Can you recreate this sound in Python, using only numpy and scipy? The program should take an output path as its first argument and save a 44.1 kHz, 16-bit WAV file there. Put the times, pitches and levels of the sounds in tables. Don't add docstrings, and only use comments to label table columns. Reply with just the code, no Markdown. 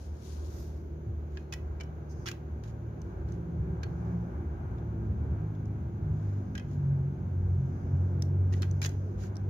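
import sys
import numpy as np
from scipy import signal
from scipy.fft import rfft, irfft, next_fast_len
from scipy.io import wavfile

SR = 44100
rng = np.random.default_rng(int(sys.argv[2]) if len(sys.argv) > 2 else 0)


def log_audio(samples):
    frames = np.atleast_2d(samples).T
    limited = np.clip(frames, -1, 1)
    pcm = np.round(limited * 32767).astype(np.int16)
    wavfile.write(sys.argv[1], SR, pcm)


N = 418861
TIME = np.arange(N) / SR

# time_s, rumble_db, roar_db, tyre_wash_db
TRAFFIC_LEVELS = [(0, -49, -54, -63), (.5, -46, -49.5, -59), (1.0, -46, -50, -63), (1.8, -44, -51, -57),
                  (2.6, -48, -50.5, -58.5), (3.2, -43, -49.5, -56.5), (3.55, -39, -47.5, -56),
                  (4.2, -42, -48.5, -53.5), (4.6, -35.5, -52.5, -53.5), (5.1, -34.5, -49.5, -54.5),
                  (5.5, -41.5, -51.5, -56), (5.9, -34, -53, -58), (6.3, -39, -50.5, -56),
                  (6.65, -43.5, -51, -56.5), (7.4, -38, -51.5, -58), (8.2, -40.5, -47, -55.5),
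                  (9.0, -40.5, -47, -56.5), (9.5, -43, -49.5, -56.5)]
# frequency_hz, level_db
STREET_SPECTRUM = [(25, -5), (41, -9.5), (58, 3), (100, 0.5), (150, -9.5), (220, -10.5), (300, -15),
                   (365, -10.5), (490, -19), (640, -22), (860, -24.5), (1150, -29), (1580, -29),
                   (1830, -42), (2300, -41.5), (2600, -50.5), (5000, -71.5)]
# frequency_hz, coherence
EAR_COHERENCE = [(60, .99), (170, .975), (290, .8), (600, .36), (1400, .4), (3000, .1)]
# frequency_hz, left_lag_rad
EAR_PHASE = [(250, 0), (700, .25), (1200, 2.7), (2400, 6.2)]
# frequency_hz, left_minus_right_db
EAR_LEVEL = [(60, 0), (200, 0), (380, -6.5), (500, 7), (640, 3), (880, 3), (1100, -0.5), (1500, 0),
             (1800, 4), (2300, 1.5), (2700, -7)]
# time_s, level_db, upper_harmonics_relative_db
IDLE_LEVELS = [(0, -45.5, -7.5), (.3, -39, -7.5), (1.6, -38.5, -5), (2.7, -46.5, 4.5), (3.6, -39, 2),
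               (6.3, -44.5, -0.5), (7.8, -50, 6), (9.5, -50.5, 5)]
# order, relative_db
IDLE_HARMONICS = [(3, -8), (4, -8), (5, -15.5), (6, -22), (9, -15.5), (10, -20)]
# time_s, firing_rate_hz
FIRING_RATE = [(3, 55.53), (4.2, 58.34), (5, 54.15), (6.3, 50.05), (7, 46.05), (7.7, 44.66), (9.5, 48.98)]
# time_s, second_harmonic_db, third_harmonic_db
BOOM_LEVELS = [(0, -79, -75.5), (2.7, -44.5, -63), (3.35, -41, -44), (4.15, -41, -35), (4.4, -40.5, -53.5),
               (5.45, -40, -45), (6.05, -32.5, -35.5), (6.35, -33.5, -48), (6.7, -36.5, -39),
               (6.95, -37, -31.5), (7.25, -37.5, -37), (7.5, -26, -43.5), (7.65, -38, -30), (7.8, -40, -51),
               (7.95, -23, -29), (8.1, -28, -41.5), (8.3, -28.5, -33.5), (8.55, -27.5, -42),
               (8.85, -30.5, -36.5), (9.1, -36, -45.5), (9.3, -35.5, -50), (9.5, -30, -39.5)]
# order, relative_db
RASP_PARTIALS = [(1, -16), (2.5, -17.5), (3.5, -21.5), (4, -15.5), (4.5, -29), (5, -20), (6, -24.5),
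                 (7, -30.5), (8, -31)]
# time_s, level_db
RASP_LEVELS = [(0, -72.5), (2.6, -49.5), (3.6, -48.5), (5, -38), (6.3, -34.5), (7.4, -36.5), (8.3, -35.5),
               (9.5, -43.5)]

# start_s, level_db, pitch_hz
HANDLING_THUDS = [(1.067, -25, 103), (2.513, -27.5, 71.7)]
# start_s, length_s, level_db
SLEEVE_STROKES = [(-.07, 0.18, -66), (.02, 0.82, -64), (.205, 0.17, -63.5)]
# frequency_hz, level_db
CLOTH_SPECTRUM = [(500, -17), (1500, -11), (2500, -4.5), (3800, -0.5), (5300, 1), (6800, 2.5),
                  (7600, -10.5), (10000, -8), (13500, -12), (15500, -23)]
# start_s, length_s, level_db
PALM_STROKES = [(.3, 0.66, -68), (.48, 0.21, -57.5)]
# frequency_hz, level_db
PALM_SPECTRUM = [(500, 10.5), (1500, -2.5), (3200, -16), (5200, -1), (6700, -3), (7600, -14), (11000, -16),
                 (12100, -3), (12600, -6), (13200, -7), (14000, -6), (15500, -31)]
# start_s, length_s, level_db
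PLUNGER_STROKES = [(2.09, 0.051, -64), (2.06, 0.32, -69), (3.75, 0.65, -78), (6.1, 0.91, -78.5),
                   (7.35, 1, -76.5), (8.4, 0.9, -72.5)]
# frequency_hz, level_db
PLUNGER_SPECTRUM = [(3000, -41), (4800, -2.5), (5500, -2), (6500, 3), (7400, -19), (15000, -20)]
# start_s, length_s, level_db, first_pitch_hz, last_pitch_hz
PIVOT_SQUEAKS = [(9.205, .028, -63, 4550, 5250)]
# start_s, length_s, relative_db
SCRAPE_STROKES = [(1.29, 0.17, -68.5), (2.262, 0.051, -47.5), (2.625, 0.1, -62.5), (3.03, 0.12, -74),
                  (3.254, 0.14, -69), (3.83, 0.35, -77.5), (6.05, 0.43, -71), (6.67, 0.11, -65.5),
                  (8.5, 0.12, -60), (8.62, 0.043, -56), (8.83, 0.048, -43), (9.17, .13, -64)]
# start_s, level_db, pitch_hz
COIL_SLIPS = [(3.0167, -57, 6330), (3.322, -58, 6300), (5.656, -65, 6100), (8.2224, -39, 5860),
              (8.712, -51, 6300), (8.892, -50, 6200), (9.356, -57, 5500), (9.368, -50, 5570)]
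# start_s, level_db, pitch_hz, t60_s
STEEL_RINGS = [(1.373, -77.5, 4190, 1.0), (1.5365, -59, 1949, .11), (1.5365, -66, 5469, .24),
               (2.2865, -55, 5450, .08), (2.3135, -52, 1620, .07), (6.552, -61, 5480, .15),
               (6.596, -53, 2546, .1), (6.596, -59, 2062, .22), (8.8464, -50, 2430, .08)]
# frequency_hz, relative_db, t60_s
BODY_MODES = [(1510, -6, .05), (1625, 0, .075), (1945, -3, .075), (2070, -8, .07), (2260, -6, .055),
              (2400, -3, .05), (2540, -3, .06), (2680, -5, .04), (2870, -4, .045), (3100, -2, .05),
              (3400, -6, .05), (3960, -7, .04), (4300, -9, .04), (4950, -5, .035), (5300, -6, .03),
              (5460, -4, .055), (5750, -6, .03), (6350, -3, .03), (6650, -2, .035)]
# frequency_hz, level_db
CRACK_SPECTRUM = [(300, -30.5), (900, 0), (1600, 3.5), (3000, -2.5), (4300, -3), (5600, -1), (6800, 2.5),
                  (7700, -15), (10000, -13.5), (15500, -15.5)]
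# start_s, level_db, treble_over_mids_db, part_pitch_hz, part_over_crack_db, ring_over_crack_db
IMPACTS = [(1.3714, -45, -23, 1706, -8.5, -16), (1.374, -55.5, -13, 2480, -2, -20),
           (1.524, -39, -2, 2520, -4, 0), (1.532, -44.5, -6, 3060, -3, -11), (1.536, -40, 1, 1910, 1, -5),
           (1.8, -51, -17, 2360, -8, -14), (1.8068, -44, -14, 2290, -1, -5),
           (1.81, -46.5, -4, 2990, -3, -14), (1.834, -59, 3, 5500, -7, -13),
           (2.2582, -43, -9, 1310, -7, -7), (2.263, -39.5, 0, 5540, -2, -8),
           (2.269, -40.5, -9, 3300, -6, -5), (2.2738, -38.5, -11, 2920, -6, -7),
           (2.2795, -42, -4, 4350, -10, -7), (2.2854, -36, -4, 1600, -3.5, -6),
           (2.296, -52, -4, 1610, -3, -5), (2.3134, -41.5, -3, 2670, -8, -15),
           (2.6365, -55, -3, 3750, -14, -10), (3.0167, -64, 4, 3000, -11, -13),
           (3.287, -63, 2, 3000, -12, -13), (3.322, -69, 3, 3000, -13, -14),
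           (3.8314, -42, -12, 1586, -3.5, -9.5), (3.833, -47, -7, 4340, -10, -11),
           (3.837, -51.5, -14, 1850, -3, -13), (4.782, -63.5, -13, 3470, -10, -11),
           (5.549, -65.5, -11, 3420, -9, -9), (6.5521, -40.5, -11.5, 1630, 2, -3),
           (6.5773, -43, -7, 3160, -1, -1), (6.579, -52, -16, 1650, 4, -4),
           (6.596, -50.5, -9.5, 1660, 0, -3.5), (8.5243, -51.5, -4.5, 1876, 0, -8),
           (8.53, -52.5, 3, 2680, -5, -8), (8.537, -47, -9, 1960, -7, -11),
           (8.62, -41.5, 3, 4170, -12.5, -9), (8.624, -50, -6, 3100, -7, -8),
           (8.629, -39.5, -17, 1610, -4, -9), (8.8166, -36.5, 0, 2290, -6, -5.5),
           (8.8269, -37.5, 1.5, 1546, 3, -3), (8.833, -43, 2, 3900, -3, -7), (8.84, -38, 9, 6360, -3, -8),
           (8.8466, -33.5, -4, 4920, -15, -8), (8.858, -36.5, 8.5, 6610, -6, -14),
           (8.862, -42, 4, 3370, -9, -10), (9.236, -52.5, -4, 1570, 4, -7)]

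# frequency_hz, gain_db
MIC_RESPONSE = [(20, -20.5), (38, -18), (47, -13.5), (57, -1.5), (70, -0.5)]
# frequency_hz, level_db
MIC_HISS = [(2000, 11), (4000, 2.5), (5600, -1), (6300, 7.5), (6850, 5), (7400, -26.5), (9500, -8.5),
            (12000, -5), (15500, -5)]

GUN_PAN_DB, SLEEVE_PAN_DB, PALM_PAN_DB, ENGINE_PAN_DB = -1.1, 7, -4.5, -0.5
BOOM_FLUTTER = .24
ATTACK = slice(0, SR // 200)


def undb(db):
    return 10 ** (np.asarray(db) / 20)


def unit(x):
    return x / np.sqrt(np.mean(x ** 2))


def curve(rows, column=1):
    rows = np.array(rows)
    return np.interp(TIME, rows[:, 0], rows[:, column])


def at(points, hz):
    knots_hz, value = np.transpose(points)
    return np.interp(np.log(hz + 1), np.log(knots_hz), value)


def colour(x, spectrum):
    size = next_fast_len(x.shape[-1])
    gain = undb(at(spectrum, np.fft.rfftfreq(size, 1 / SR)))
    return irfft(rfft(x, size) * gain, size)[..., :x.shape[-1]]


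def noise(spectrum, size=N):
    return unit(colour(rng.standard_normal((2, size)), spectrum))


def walk(rate_hz):
    knots = rng.standard_normal(4096)
    place = np.clip(TIME * rate_hz, 0, 4094)
    step = place.astype(int)
    part = place - step
    return knots[step] + (knots[step + 1] - knots[step]) * part * part * (3 - 2 * part)


def fade(t, t60_s):
    return np.exp(-np.log(1000) * t / t60_s)


def rise(t, rise_s):
    return 1 - np.exp(-t / rise_s)


def pan(db):
    return undb(np.array([[db], [-db]]) / 2)


def add(out, start_s, sound):
    start = int(start_s * SR)
    sound = sound[:, max(-start, 0):N - start]
    start = max(start, 0)
    out[:, start:start + sound.shape[1]] += sound


def swells(strokes):
    envelope = np.zeros((1, N))
    for start_s, length_s, level_db in strokes:
        add(envelope, start_s, undb(level_db) * np.sqrt(np.hanning(int(length_s * SR)))[None])
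    return envelope


def traffic():
    size = next_fast_len(N)
    hz = np.fft.rfftfreq(size, 1 / SR)
    coherence = at(EAR_COHERENCE, hz)
    street = rfft(rng.standard_normal((2, size))) * undb(at(STREET_SPECTRUM, hz))
    mid, side = street * np.sqrt([1 + coherence, 1 - coherence])
    lean = undb(at(EAR_LEVEL, hz) / 2)
    ears = np.array([(mid + side) * lean * np.exp(-1j * at(EAR_PHASE, hz)), (mid - side) / lean])
    deep, low = (1 / (1 + (hz / edge_hz) ** 8) for edge_hz in (190, 560))
    rumble, roar, wash = (unit(irfft(ears * band, size)[:, :N]) for band in (deep, low - deep, 1 - low))
    return (rumble * undb(curve(TRAFFIC_LEVELS, column=1) + 4 * walk(10))
            + roar * undb(curve(TRAFFIC_LEVELS, column=2) + .65 * walk(9.8))
            + wash * undb(curve(TRAFFIC_LEVELS, column=3) + walk(7.6)))


def harmonic(phase, order, flutter, fading_hz=7, judder_hz=34):
    fading = flutter * (walk(fading_hz) + 1j * walk(fading_hz))
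    judder = .22 * np.sqrt(flutter * order) * (walk(judder_hz) + 1j * walk(judder_hz))
    ear_rad = order * np.array([[-.025], [.025]])
    angle = order * phase + rng.uniform(0, 2 * np.pi) + ear_rad
    return np.sqrt(2) * np.real((1 + fading + judder) * np.exp(1j * angle))


def beating(copy_db, null_s, period_s):
    copy = undb(copy_db)
    return np.abs(1 - copy * np.exp(2j * np.pi * (TIME - null_s) / period_s)) / np.sqrt(1 + copy ** 2)


def idling_engine(fundamental_hz=37.63, lope_db=-11):
    phase = 2 * np.pi * np.cumsum(fundamental_hz * (1 + .00815 * walk(4))) / SR
    throb = harmonic(phase, order=2, flutter=BOOM_FLUTTER)
    throb += undb(lope_db) * harmonic(phase, order=1.5, flutter=.22)
    throb *= beating(copy_db=-9, null_s=1.462, period_s=.406)
    upper = sum(undb(db) * harmonic(phase, order, flutter=.5) for order, db in IDLE_HARMONICS)
    upper *= undb(curve(IDLE_LEVELS, column=2)) * pan(ENGINE_PAN_DB)
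    return undb(curve(IDLE_LEVELS)) * (throb + upper)


def moving_engine(hidden_echo_db=-4.5, clear_echo_db=-15, clear_s=7.2, jitter_rad=.55, jitter_hz=28):
    phase = 2 * np.pi * np.cumsum(curve(FIRING_RATE) * (1 + .007 * walk(9))) / SR
    in_clear = (1 + np.tanh((TIME - clear_s) / .025)) / 2
    echo_db = hidden_echo_db + in_clear * (clear_echo_db - hidden_echo_db)
    second = undb(curve(BOOM_LEVELS, column=1)) * harmonic(phase, order=2, flutter=BOOM_FLUTTER)
    third = undb(curve(BOOM_LEVELS, column=2)) * harmonic(phase, order=3, flutter=BOOM_FLUTTER)
    boom = (second + third) * beating(echo_db, null_s=6.58, period_s=.683)
    rasp = sum(undb(db) * harmonic(phase + jitter_rad * walk(jitter_hz) / order, order, flutter=.97)
               for order, db in RASP_PARTIALS)
    return boom + undb(curve(RASP_LEVELS)) * rasp * pan(ENGINE_PAN_DB)


def roof_reflections(direct, tail_db=-9.5, t60_s=.27, size=16384):
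    t = TIME[:size]
    tail = noise([(500, -4.5), (2500, -2.5), (6000, -11), (14000, -.5)], size)
    tail *= fade(t, t60_s) * rise(t, .0014)
    tail /= np.sqrt(np.sum(tail ** 2) / 2)
    return direct + undb(tail_db) * signal.fftconvolve(direct, tail, axes=1)[:, :N]


def thuds():
    out, t = np.zeros((2, N)), TIME[:SR]
    envelope = rise(t, rise_s=.0089) * fade(t, t60_s=.31)
    for start_s, level_db, hz in HANDLING_THUDS:
        add(out, start_s, (undb(level_db) * envelope * np.sin(2 * np.pi * hz * t))[None])
    return out


def sleeve_and_palm(grain_db=1.5):
    rubs = ((SLEEVE_STROKES, CLOTH_SPECTRUM, SLEEVE_PAN_DB), (PALM_STROKES, PALM_SPECTRUM, PALM_PAN_DB))
    return sum(swells(strokes) * noise(spectrum) * pan(side_db) * undb(grain_db * walk(260))
               for strokes, spectrum, side_db in rubs)


def plunger():
    return swells(PLUNGER_STROKES) * noise(PLUNGER_SPECTRUM)


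def pivot_squeak():
    out = np.zeros((2, N))
    for start_s, length_s, level_db, first_hz, last_hz in PIVOT_SQUEAKS:
        size = int(length_s * SR)
        hz = np.linspace(first_hz, last_hz, size) * (1 + .015 * walk(400)[:size])
        chirp = np.hanning(size) * np.sin(2 * np.pi * np.cumsum(hz) / SR)
        add(out, start_s, undb(level_db) * chirp[None])
    return out


def body_ring(t, scatter_db=2):
    hz, db, t60_s = np.transpose(BODY_MODES)[:, :, None]
    hz = hz * (1 + .002 * rng.standard_normal(hz.shape))
    weight = undb(db + scatter_db * rng.standard_normal((2, *hz.shape)))
    phase = rng.uniform(0, 2 * np.pi, weight.shape)
    return (weight * fade(t, t60_s) * np.sin(2 * np.pi * hz * t + phase)).sum(axis=1)


def scrape(gain_db=-2, grit_db=3, ring_db=-8):
    grit = swells(SCRAPE_STROKES) * undb(gain_db + grit_db * walk(450)) * noise(CRACK_SPECTRUM)
    ring = signal.fftconvolve(grit, body_ring(TIME[:4096]), axes=1)[:, :N]
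    return grit + undb(ring_db) * grit.std() * unit(ring)


def spring_tick(level_db, hz, skirt_db=-20, size=2048):
    t = TIME[:size]
    spectrum = [(.3 * hz, skirt_db), (.57 * hz, skirt_db - 3.5), (.9 * hz, -6), (hz, 0),
                (1.12 * hz, -7), (1.2 * hz, skirt_db), (3.5 * hz, skirt_db - 15.5)]
    tick = noise(spectrum, size) * fade(t, t60_s=.013) * rise(t, rise_s=.00019)
    return undb(level_db) * tick / tick[:, ATTACK].std()


def steel_ring(level_db, hz, t60_s):
    t = TIME[:2 * SR]
    return undb(level_db) * fade(t, t60_s) * np.sin(2 * np.pi * hz * t + rng.normal(0, 1, (2, 1)))


def click(level_db, treble_db, part_hz, part_db, ring_db, size=8192):
    t = TIME[:size]
    ring = body_ring(t)
    chatter_rad = .06 * np.cumsum(rng.standard_normal(size))
    part = fade(t, t60_s=.048) * np.sin(2 * np.pi * part_hz * t + chatter_rad + rng.normal(0, 1, (2, 1)))
    crack = noise(CRACK_SPECTRUM, size) * fade(t, t60_s=.021)
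    layers = ((crack, 0), (ring, ring_db), (part, part_db))
    blow = sum(undb(db) * x / x[:, ATTACK].std() for x, db in layers) * rise(t, rise_s=.0009)
    mids, treble = (signal.sosfilt(signal.butter(4, 4200, kind, fs=SR, output="sos"), blow)
                    for kind in ("low", "high"))
    sound = mids / mids[:, ATTACK].std() + undb(treble_db) * treble / treble[:, ATTACK].std()
    return undb(level_db) * sound / sound[:, ATTACK].std()


def caulking_gun():
    out = np.zeros((2, N))
    for events, source in ((IMPACTS, click), (COIL_SLIPS, spring_tick), (STEEL_RINGS, steel_ring)):
        for start_s, *settings in events:
            add(out, start_s, source(*settings))
    return out + scrape() + plunger() + pivot_squeak()


def scene():
    nearby = roof_reflections(caulking_gun() * pan(GUN_PAN_DB)) + thuds() + sleeve_and_palm()
    return nearby + moving_engine() + idling_engine() + traffic()


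def record(dry, hiss_db=-70.5, top_hz=15600):
    heard = colour(dry, MIC_RESPONSE) + undb(hiss_db) * noise(MIC_HISS)
    return signal.sosfilt(signal.ellip(10, .2, 80, top_hz, fs=SR, output="sos"), heard)


dry = scene()
out = record(dry)
log_audio(out)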